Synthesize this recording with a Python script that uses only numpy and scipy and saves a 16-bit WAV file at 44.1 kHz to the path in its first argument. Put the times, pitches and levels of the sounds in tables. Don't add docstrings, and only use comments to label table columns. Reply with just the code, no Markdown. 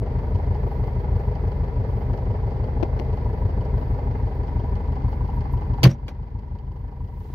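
import sys
import numpy as np
from scipy import signal
from scipy.fft import rfft, irfft
from scipy.io import wavfile
from scipy.ndimage import uniform_filter1d

SR = 44100
rng = np.random.default_rng(int(sys.argv[2]) if len(sys.argv) > 2 else 0)


def waveform_to_disk(signal):
    frames = np.transpose(np.atleast_2d(signal))
    scaled = np.clip(frames, -1, 1) * 32767
    samples = np.round(scaled).astype(np.int16)
    wavfile.write(sys.argv[1], SR, samples)


def how_loud(loudness_db):
    steps = np.asarray(loudness_db, float) / 20
    return 10 ** steps


N = 323694
T = np.arange(N) / SR


def level(x, db=0):
    return x * how_loud(db) / np.sqrt(np.mean(x ** 2))


def ring(x, hz, width_hz):
    return signal.lfilter(*signal.iirpeak(hz, hz / width_hz, SR), x)


def colour(x, shape):
    hz, db = np.transpose(shape)
    bins = np.arange(N // 2 + 1) * SR / N + 1
    gain_db = np.interp(np.log(bins), np.log(hz), db, left=-90, right=-90)
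    return irfft(rfft(x) * how_loud(gain_db), N)


def soften(x, hz):
    return signal.sosfiltfilt(signal.butter(3, hz, fs=SR, output="sos"), x)


def pair(alike):
    mid, side = rng.standard_normal((2, N))
    alike = np.clip(alike, 0, 1)
    shared = np.sqrt((1 + alike) / 2) * mid
    opposed = np.sqrt((1 - alike) / 2) * side
    return shared + opposed * np.array([[1], [-1]])


def pan(db):
    return how_loud(np.array([[db], [-db]]) / 2)


def strikes(seconds, size, lead_s=0):
    length = N + int(lead_s * SR)
    at = np.round((np.asarray(seconds) + lead_s) * SR).astype(int)
    inside = (at >= 0) & (at < length)
    return np.bincount(at[inside], size[inside], length)


def fading(x, t60):
    return signal.lfilter([1], [1, -np.exp(-np.log(1000) / (t60 * SR))], x)


# time in seconds, crank speed in rpm.
IDLE_SPEED = [(0, 715.4), (.5, 763.1), (.7, 728), (1, 734.4), (1.2, 769.5), (1.8, 718.1), (2.5, 718.7),
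              (3.2, 736.3), (3.4, 760.6), (3.8, 723), (4.9, 744.5), (5.5, 729.3), (6.1, 731.2),
              (6.3, 762.8), (6.5, 729.9), (7.4, 735)]


def crank(place, jitter_s):
    start_cycle = -.1345
    t = np.arange(-SR, N) / SR
    cycles = np.cumsum(np.interp(t, *np.transpose(IDLE_SPEED))) / (2 * 60 * SR)
    cycles = cycles - cycles[SR] + start_cycle
    turns = np.arange(-1, cycles[-1] + 1)[:, None] + np.asarray(place)
    return np.interp(turns, cycles, t, right=99) + jitter_s * rng.standard_normal(turns.shape)


FIRING_PLACES = [-0.021, 0.239, 0.485, 0.734]
# Hz, width in Hz, level in dB, push of cylinders one to four from -1 to 1.
CABIN_BOOMS = [(49.9, 9.4, -36.8, -0.26, 0.09, -0.82, -1.0), (57.5, 37.2, -46.4, 0.24, -1.0, 0.44, 0.01),
               (88.6, 7.8, -32.6, 0.83, 0.39, 0.68, 1.0), (96.4, 7.8, -33.4, 0.05, -0.4, -0.41, -1.0),
               (107.4, 12.9, -34.1, 0.02, 0.18, 0.18, 1.0), (118.4, 7.8, -40.9, -0.67, -0.23, -1.0, -0.71),
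               (131.0, 13.9, -48.8, -1.0, 0.66, 0.06, -0.94), (187.0, 7.8, -51.0, -0.08, -0.31, 0.05, -1.0),
               (190.5, 54.6, -61.3, -1.0, 0.83, -0.14, -0.2), (262.8, 11.9, -60.0, -0.05, 0.4, -0.0, 1.0)]
TAILPIPE_BOOM = (25, 8, -54, 1, 1, 1, 1)
# Hz, gain in dB.
BOOM_BALANCE = [(15, -1.5), (45, -0.5), (62, 1.5), (78, 1.5), (100, -2.5), (125, 1), (170, -1.5), (260, 2.5),
                (400, -3.5), (800, -30)]


def boom():
    when = crank(FIRING_PLACES, 0.0005)
    strength = how_loud(1.0 * rng.standard_normal(when.shape))
    out = 0
    for hz, width, db, *push in [TAILPIPE_BOOM, *CABIN_BOOMS]:
        own = how_loud(0.5 * rng.standard_normal(when.shape))
        size = how_loud(db) * strength * own * push
        puffs = strikes(when.ravel(), size.ravel(), 0.15)
        out = out + ring(puffs, hz, width)[-N:]
    return level(signal.lfilter(*signal.butter(2, 30, "high", fs=SR), colour(out, BOOM_BALANCE)))


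def cabin_low():
    trim = level(soften(ring(pair(0.93), 133.4, 83), 390), -13)
    seat = level(ring(pair(0.73), 79, 1.3), -20.5)
    low = boom() * pan(1.6) + (trim + seat)
    low[0] = np.pad(low[0], (6, 0), "edge")[:N]
    return level(low, 1.86)


# time in seconds, share of the way 0-1.
DRAWN_OUT = [
    (3.7, 0),
    (4.5, .45),
    (5.1, .7),
    (5.7, 1),
]


def away():
    return np.interp(T, *np.transpose(DRAWN_OUT))


def body(modes, when, db, scatter_db, spread_s, buzz_db, alike, top_hz):
    size = how_loud(db + scatter_db * rng.standard_normal(when.shape)).ravel()
    apart = spread_s * rng.standard_normal(when.size)
    blows = np.array([strikes(when.ravel() + apart, size), strikes(when.ravel() - apart, size)])
    drive = level(blows) + level(pair(alike), buzz_db)
    out = 0
    for k, (hz, width, g) in enumerate(modes):
        out = out + (-1) ** k * how_loud(g) * ring(drive, hz, width)
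    return level(soften(out, top_hz))


# Hz, width in Hz, level in dB.
FLOOR_MODES = [(227, 22, -6), (255, 98, -4), (298, 35, -5), (405.5, 57.4, -0.5), (469, 28.2, 2.5),
               (504.3, 45, -3.5), (593.3, 28.5, -2), (628, 64.6, -6.5)]


def floor_panel(when, db):
    panel = body(FLOOR_MODES, when - .004, db, 2.2, .00004, -3, 0.85, 1200)
    return level(panel * pan(1.6), 0.28)


# Hz, width in Hz, level in dB.
LID_MODES = [(786.6, 60, 1.5), (880, 151, -3)]
# Hz, width in Hz, level in dB.
SHROUD_MODES = [(959, 48, 5.5), (1150, 77, -19.5)]


def engine_lid(when, lid_db, shroud_db):
    lid = body(LID_MODES, when, lid_db, 1.5, .00012, -9, .5, 1200)
    shroud = body(SHROUD_MODES, when - .0032, shroud_db, 1.5, .00014, -10, .5, 1400)
    shroud = level(ring(shroud, 955, 190))
    both = lid * how_loud(-0.5 * away()) + shroud * how_loud(-1.5 + 3.5 * away())
    return level(both * pan(0.46), 0.82)


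# Hz, width in Hz, dB over the hiss.
FAN_WHISTLES = [(1756, 21, -4.5), (2063, 36, 1.5), (3275, 140, 7), (4640, 520, 3)]
# Hz, density in dB per Hz.
FAN_SPECTRUM = [(680, -31), (1150, 1.5), (1220, -6.5), (1360, -4.5), (2060, -5), (2270, -9), (2550, -12),
                (3220, -23.5), (3700, -18), (4640, -22), (6640, -29.5), (7030, -47.5), (8000, -50),
                (10400, -72.5), (17600, -120)]


def fan_air(when, gas_db):
    size = how_loud(gas_db + 3.5 * rng.standard_normal(when.shape))
    pulses = fading(strikes(when.ravel(), size.ravel()), 0.05)
    gas = pair(0.052) * (pulses + how_loud(-2.5))
    air = soften(gas, 2800) + how_loud(2.5) * pair(0.069)
    whistles = sum(how_loud(db) * ring(air, hz, width) for hz, width, db in FAN_WHISTLES)
    return level(colour(air + whistles, FAN_SPECTRUM))


# place in the cycle 0-1, level in dB.
TAPPET_TICKS = [(.993, 0), (.025, -8), (.215, -4), (.27, -7), (.485, -8), (.725, -6), (.33, -9), (.60, -9)]
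# Hz, width in Hz, level in dB.
TAPPET_MODES = [(3020, 410, 2.5), (4500, 1100, -2.5), (5800, 270, -22.5)]


def tappets():
    place, db = np.transpose(TAPPET_TICKS)
    when = crank(place, 0.0022)
    size = how_loud(db + 3.5 * rng.standard_normal(when.shape))
    ticks = pair(0.07) * fading(strikes(when.ravel(), size.ravel()), 0.047)
    out = sum(how_loud(g) * ring(ring(ticks, hz, width), hz, 2 * width) for hz, width, g in TAPPET_MODES)
    return level(out, -16.0) * how_loud(3 * away())


# place in the cycle 0-1, then levels in dB
VALVE_KNOCKS = [(.014, 1, -7, -1, 3), (.045, -7, -12, -9, 1), (.078, -4, -9, -6, -6),
                (.165, -5, -18, -18, -8), (.262, 0, -9, -12, 3), (.280, -4, -2, -4, 1),
                (.315, -6, -5, -8, -2), (.352, -8, -9, -7, -3), (.418, -14, -13, -13, -8),
                (.49, -4, -16, -16, 0), (.535, -8, -11, -3, 0), (.572, -7, -11, -6, -4),
                (.60, -8, -14, -11, -4), (.69, -5, -18, -18, -8), (.768, -4, -10, -9, 2),
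                (.785, -6, -6, 0, -2), (.815, -5, -11, -15, -4), (.832, -8, -10, -4, -1)]


def valve_gear():
    place, panel_db, lid_db, shroud_db, gas_db = np.transpose(VALVE_KNOCKS)
    when = crank(place, 0.00046)
    panel = floor_panel(when, panel_db)
    lid = engine_lid(when, lid_db, shroud_db)
    hiss = fan_air(when, gas_db) + tappets()
    return panel, lid, level(hiss * pan(-3.5), 0.97)


# time in seconds, level in dB, t60 in seconds, brightness in dB.
SLAM_CONTACTS = [
    (5.832, -16.5, 0.044, -12),
    (5.8382, -16.5, 0.034, -9),
    (5.842, -17.5, 0.03, -21.5),
    (5.853, -25.5, .05, -20.5),
]
# time in seconds, level in dB.
LATCH_ON_EDGE = (6.0818, -24)
# Hz, level in dB, t60 in seconds (at most 0.06 is used).
EDGE_MODES = [(1728, -44, 5.0), (2390, -1.5, 0.045), (2912, -5, 0.034), (3268, 0, 0.029), (3978, -18, 0.16),
              (4161, -17, 0.17), (4613, -7.5, 0.1), (6500, -15, 0.048)]


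def edge():
    u = np.arange(int(.1 * SR)) / SR
    rings = 0
    for hz, db, t60 in EDGE_MODES:
        rings = rings + how_loud(db) * np.sin(2 * np.pi * hz * u) * 1000 ** (-u / min(t60, .06))
    out = np.zeros((2, N))
    for s, db, *_ in [*SLAM_CONTACTS, LATCH_ON_EDGE]:
        for port, lag_s in enumerate((0, .00012)):
            out[port, int((s + lag_s) * SR):][:len(u)] += how_loud(db - 6) * rings
    return out


# Hz, density in dB per Hz.
WOOD_CRACK = [(150, -22), (250, 2.5), (516, -1.5), (670, -10.5), (1050, -10), (1340, -19.5), (2270, -11.5),
              (2400, -5.5), (4230, -13), (4680, -2), (5410, -41), (6160, -16.5), (8000, -87),
              (10400, -58.5), (17600, -120)]
# Hz, density in dB per Hz.
METAL_STRIP = [(3530, -30), (6000, 2), (7840, -16), (9480, -13.5), (10300, -7.5), (11200, -12),
               (13400, -3.5), (15800, -16)]


def cracks():
    wood = level(colour(pair(0.26), WOOD_CRACK))
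    metal = level(colour(pair(0.07), METAL_STRIP))
    out = 0
    for s, db, t60, bright_db in SLAM_CONTACTS:
        burst = fading(strikes([s], how_loud([db])), t60)
        out = out + burst * (wood + how_loud(bright_db) * metal)
    return out


# time in seconds, level in dB, t60 in seconds.
LATCH_BLOWS = [
    (5.851, -15.5, 0.078),
    (5.868, -26, 0.1),
    (5.893, -31.5, .12),
    (5.911, -34, 0.087),
    (6.0812, -26, 0.024),
    (6.087, -31, 0.099),
]
# Hz, density in dB per Hz.
FRAME_SPECTRUM = [(200, -4.5), (330, 4.5), (520, 3), (900, -5), (2280, -10.5), (3700, -17), (6000, -22),
                  (8000, -38), (12500, -31), (16000, -41.5)]


def latch():
    frame = level(colour(pair(0.74), FRAME_SPECTRUM))
    out = 0
    for s, db, t60 in LATCH_BLOWS:
        blow = fading(strikes([s], how_loud([db])), t60)
        out = out + uniform_filter1d(blow, size=24) * frame
    return out


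# Hz, level in dB, swell in seconds.
FLAP_BOOMS = [(125.5, -7, 0.012), (132, -9.5, 0.02), (89, -16.5, 0.019), (177.4, -11, 0.015),
              (331, -21.5, .014), (538, -24, 0.012), (572, -37, 0.026), (760, -30, .011), (229, -24, .025)]


def air_cushion():
    u = np.maximum(T - SLAM_CONTACTS[0][0], 0)
    out = 0
    for hz, db, swell in FLAP_BOOMS:
        envelope = (u / swell) ** 2 * np.exp(2 - u / swell) / 4
        out = out + how_loud(db) * envelope * np.cos(2 * np.pi * hz * (u - .0370))
    return out


# time in seconds, pitch in Hz, level in dB.
HINGE_SQUEAK = [
    (5.900, 5640, -54),
    (5.905, 5620, -40.5),
    (5.914, 5670, -40),
    (5.919, 5695, -50),
    (5.945, 5860, -58),
]


def hinge():
    s, hz, db = np.transpose(HINGE_SQUEAK)
    rub = level(uniform_filter1d(rng.standard_normal(N), int(.002 * SR)))
    tone = np.sin(2 * np.pi * np.cumsum(np.interp(T, s, hz)) / SR)
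    return how_loud(np.interp(T, s, db, left=-120, right=-120)) * (1 + 1.4 * rub) * tone


def flap():
    return edge() + cracks() + latch() + air_cushion() + hinge()


# time in seconds, click in dB,
# thud in dB, left minus right in dB.
FINGER_TAPS = [(2.8274, -25, -9.5, 30), (2.8314, -27.5, -13.5, 27), (2.8334, -34.5, -6.5, 34),
               (2.837, -38, -33, 30), (2.8409, -40, -33, 22), (2.884, -51.5, -40, 0),
               (2.956, -48.5, -48, -12), (2.981, -42.5, -46, 22), (2.9920, -30.5, -38, 33.5),
               (2.9976, -27, -16, 18), (.355, -46.5, -55, 0), (4.955, -44.5, -55, -0.5),
               (.9105, -62.5, -66, 0), (1.199, -44.5, -47, -3), (7.301, -49, -22, 8),
               (7.306, -44.5, -43, -2)]
# Hz, density in dB per Hz.
CLICK_SPECTRUM = [(200, -10), (900, 0), (1800, 4), (3000, -4), (6000, -14.5), (7200, -36.5), (9000, -30),
                  (12000, -28), (16000, -35.5)]
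# Hz, level in dB, t60 in seconds.
CASE_MODES = [(342, 4, 0.017), (614, 2.5, 0.01), (820, -41, 0.0065)]


def taps():
    out = np.zeros((2, N))
    crackle = level(colour(rng.standard_normal(N), CLICK_SPECTRUM))
    u = np.arange(int(.06 * SR)) / SR
    snap = np.exp(-u / 0.0014) - np.exp(-u / 0.00016)
    case = sum(how_loud(db) * np.sin(2 * np.pi * hz * u) * 1000 ** (-u / t60) for hz, db, t60 in CASE_MODES)
    case = case * (1 - np.exp(-u / 0.00044)) ** 2
    for s, click_db, thud_db, side_db in FINGER_TAPS:
        start = int(s * SR)
        room = min(len(u), N - start)
        click = how_loud(click_db) * crackle[start:start + room] * snap[:room]
        both = click + how_loud(thud_db) * case[:room]
        out[:, start:start + room] += both * how_loud(np.minimum([[side_db], [-side_db]], 0))
    return out


def duck():
    u = np.maximum(T - 5.872, 0)
    drop_db = -9 * (1 - np.exp(-u / 0.01))
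    return how_loud(drop_db - 0.7 * u - 8.5 * np.exp(-T / 0.022))


# time in seconds, level in dB, fall in seconds.
HAND_BRUSHES = [(.25, -78.5, .15), (.66, -72, 0.27), (1.2, -75.5, .1), (1.45, -77.5, .1), (1.95, -75, .15),
                (3.0, -76, .1), (3.33, -75.5, 0.11), (3.8, -74, .15), (4.36, -78, .05), (5.1, -75, .1),
                (5.35, -69, .04), (5.525, -63.5, .025), (6.78, -81, .15), (7.26, -72.5, 0.48)]


def handling():
    power = how_loud(2 * (-76.5 - 9 * (T > 5.872)))
    for s, db, fall in HAND_BRUSHES:
        span = fall * np.where(T < s, 0.35, 1)
        power = power + how_loud(2 * db) * np.exp(-((T - s) / span) ** 2)
    return np.sqrt(power)


# Hz, density in dB per Hz.
PORT_HISS = [(4120, -39), (6500, -15), (8400, -20), (10300, -8.5), (12300, 0.5), (13500, -4.5),
             (15100, -5.5), (15700, -1)]


def rustle():
    flicker = how_loud(1.6 * level(uniform_filter1d(rng.standard_normal(N), int(.02 * SR))))
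    cloth = level(colour(pair(.05), PORT_HISS)) * handling() * flicker * pan(-2.2)
    sleeve = level(ring(pair(.1), 3400, 2500), -82.0) * how_loud(13 * np.clip((T - 7.05) / .2, -9, 1))
    return cloth + sleeve


# boom, floor panel, engine lid, fan, in dB.
LOCKER_DB = (-26, -38.5, -44, -54)
DRAWN_OUT_DB = (-0.13, -6.5, -0.04, -1.5)
AFTER_SLAM_DB = (2, 0.6, -1.2, 0.5)


def scene():
    shut = T > SLAM_CONTACTS[0][0]
    parts = (cabin_low(), *valve_gear())
    sways_db = (.3, 0.64, 1.2, 0.32)
    out = taps() + flap()
    for part, inside, drawn, closed, sway in zip(parts, LOCKER_DB, DRAWN_OUT_DB, AFTER_SLAM_DB, sways_db):
        wander = level(soften(rng.standard_normal(N), 1 / .3))
        out = out + part * how_loud(inside + drawn * away() + closed * shut + sway * wander)
    return out


def top_cut(x):
    return signal.sosfilt(signal.butter(12, 15980, fs=SR, output="sos"), x)


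def record(dry):
    limited = np.tanh(dry * duck() * 1.153) / 0.97
    return top_cut(limited + rustle())


dry = scene()
out = record(dry)
waveform_to_disk(out)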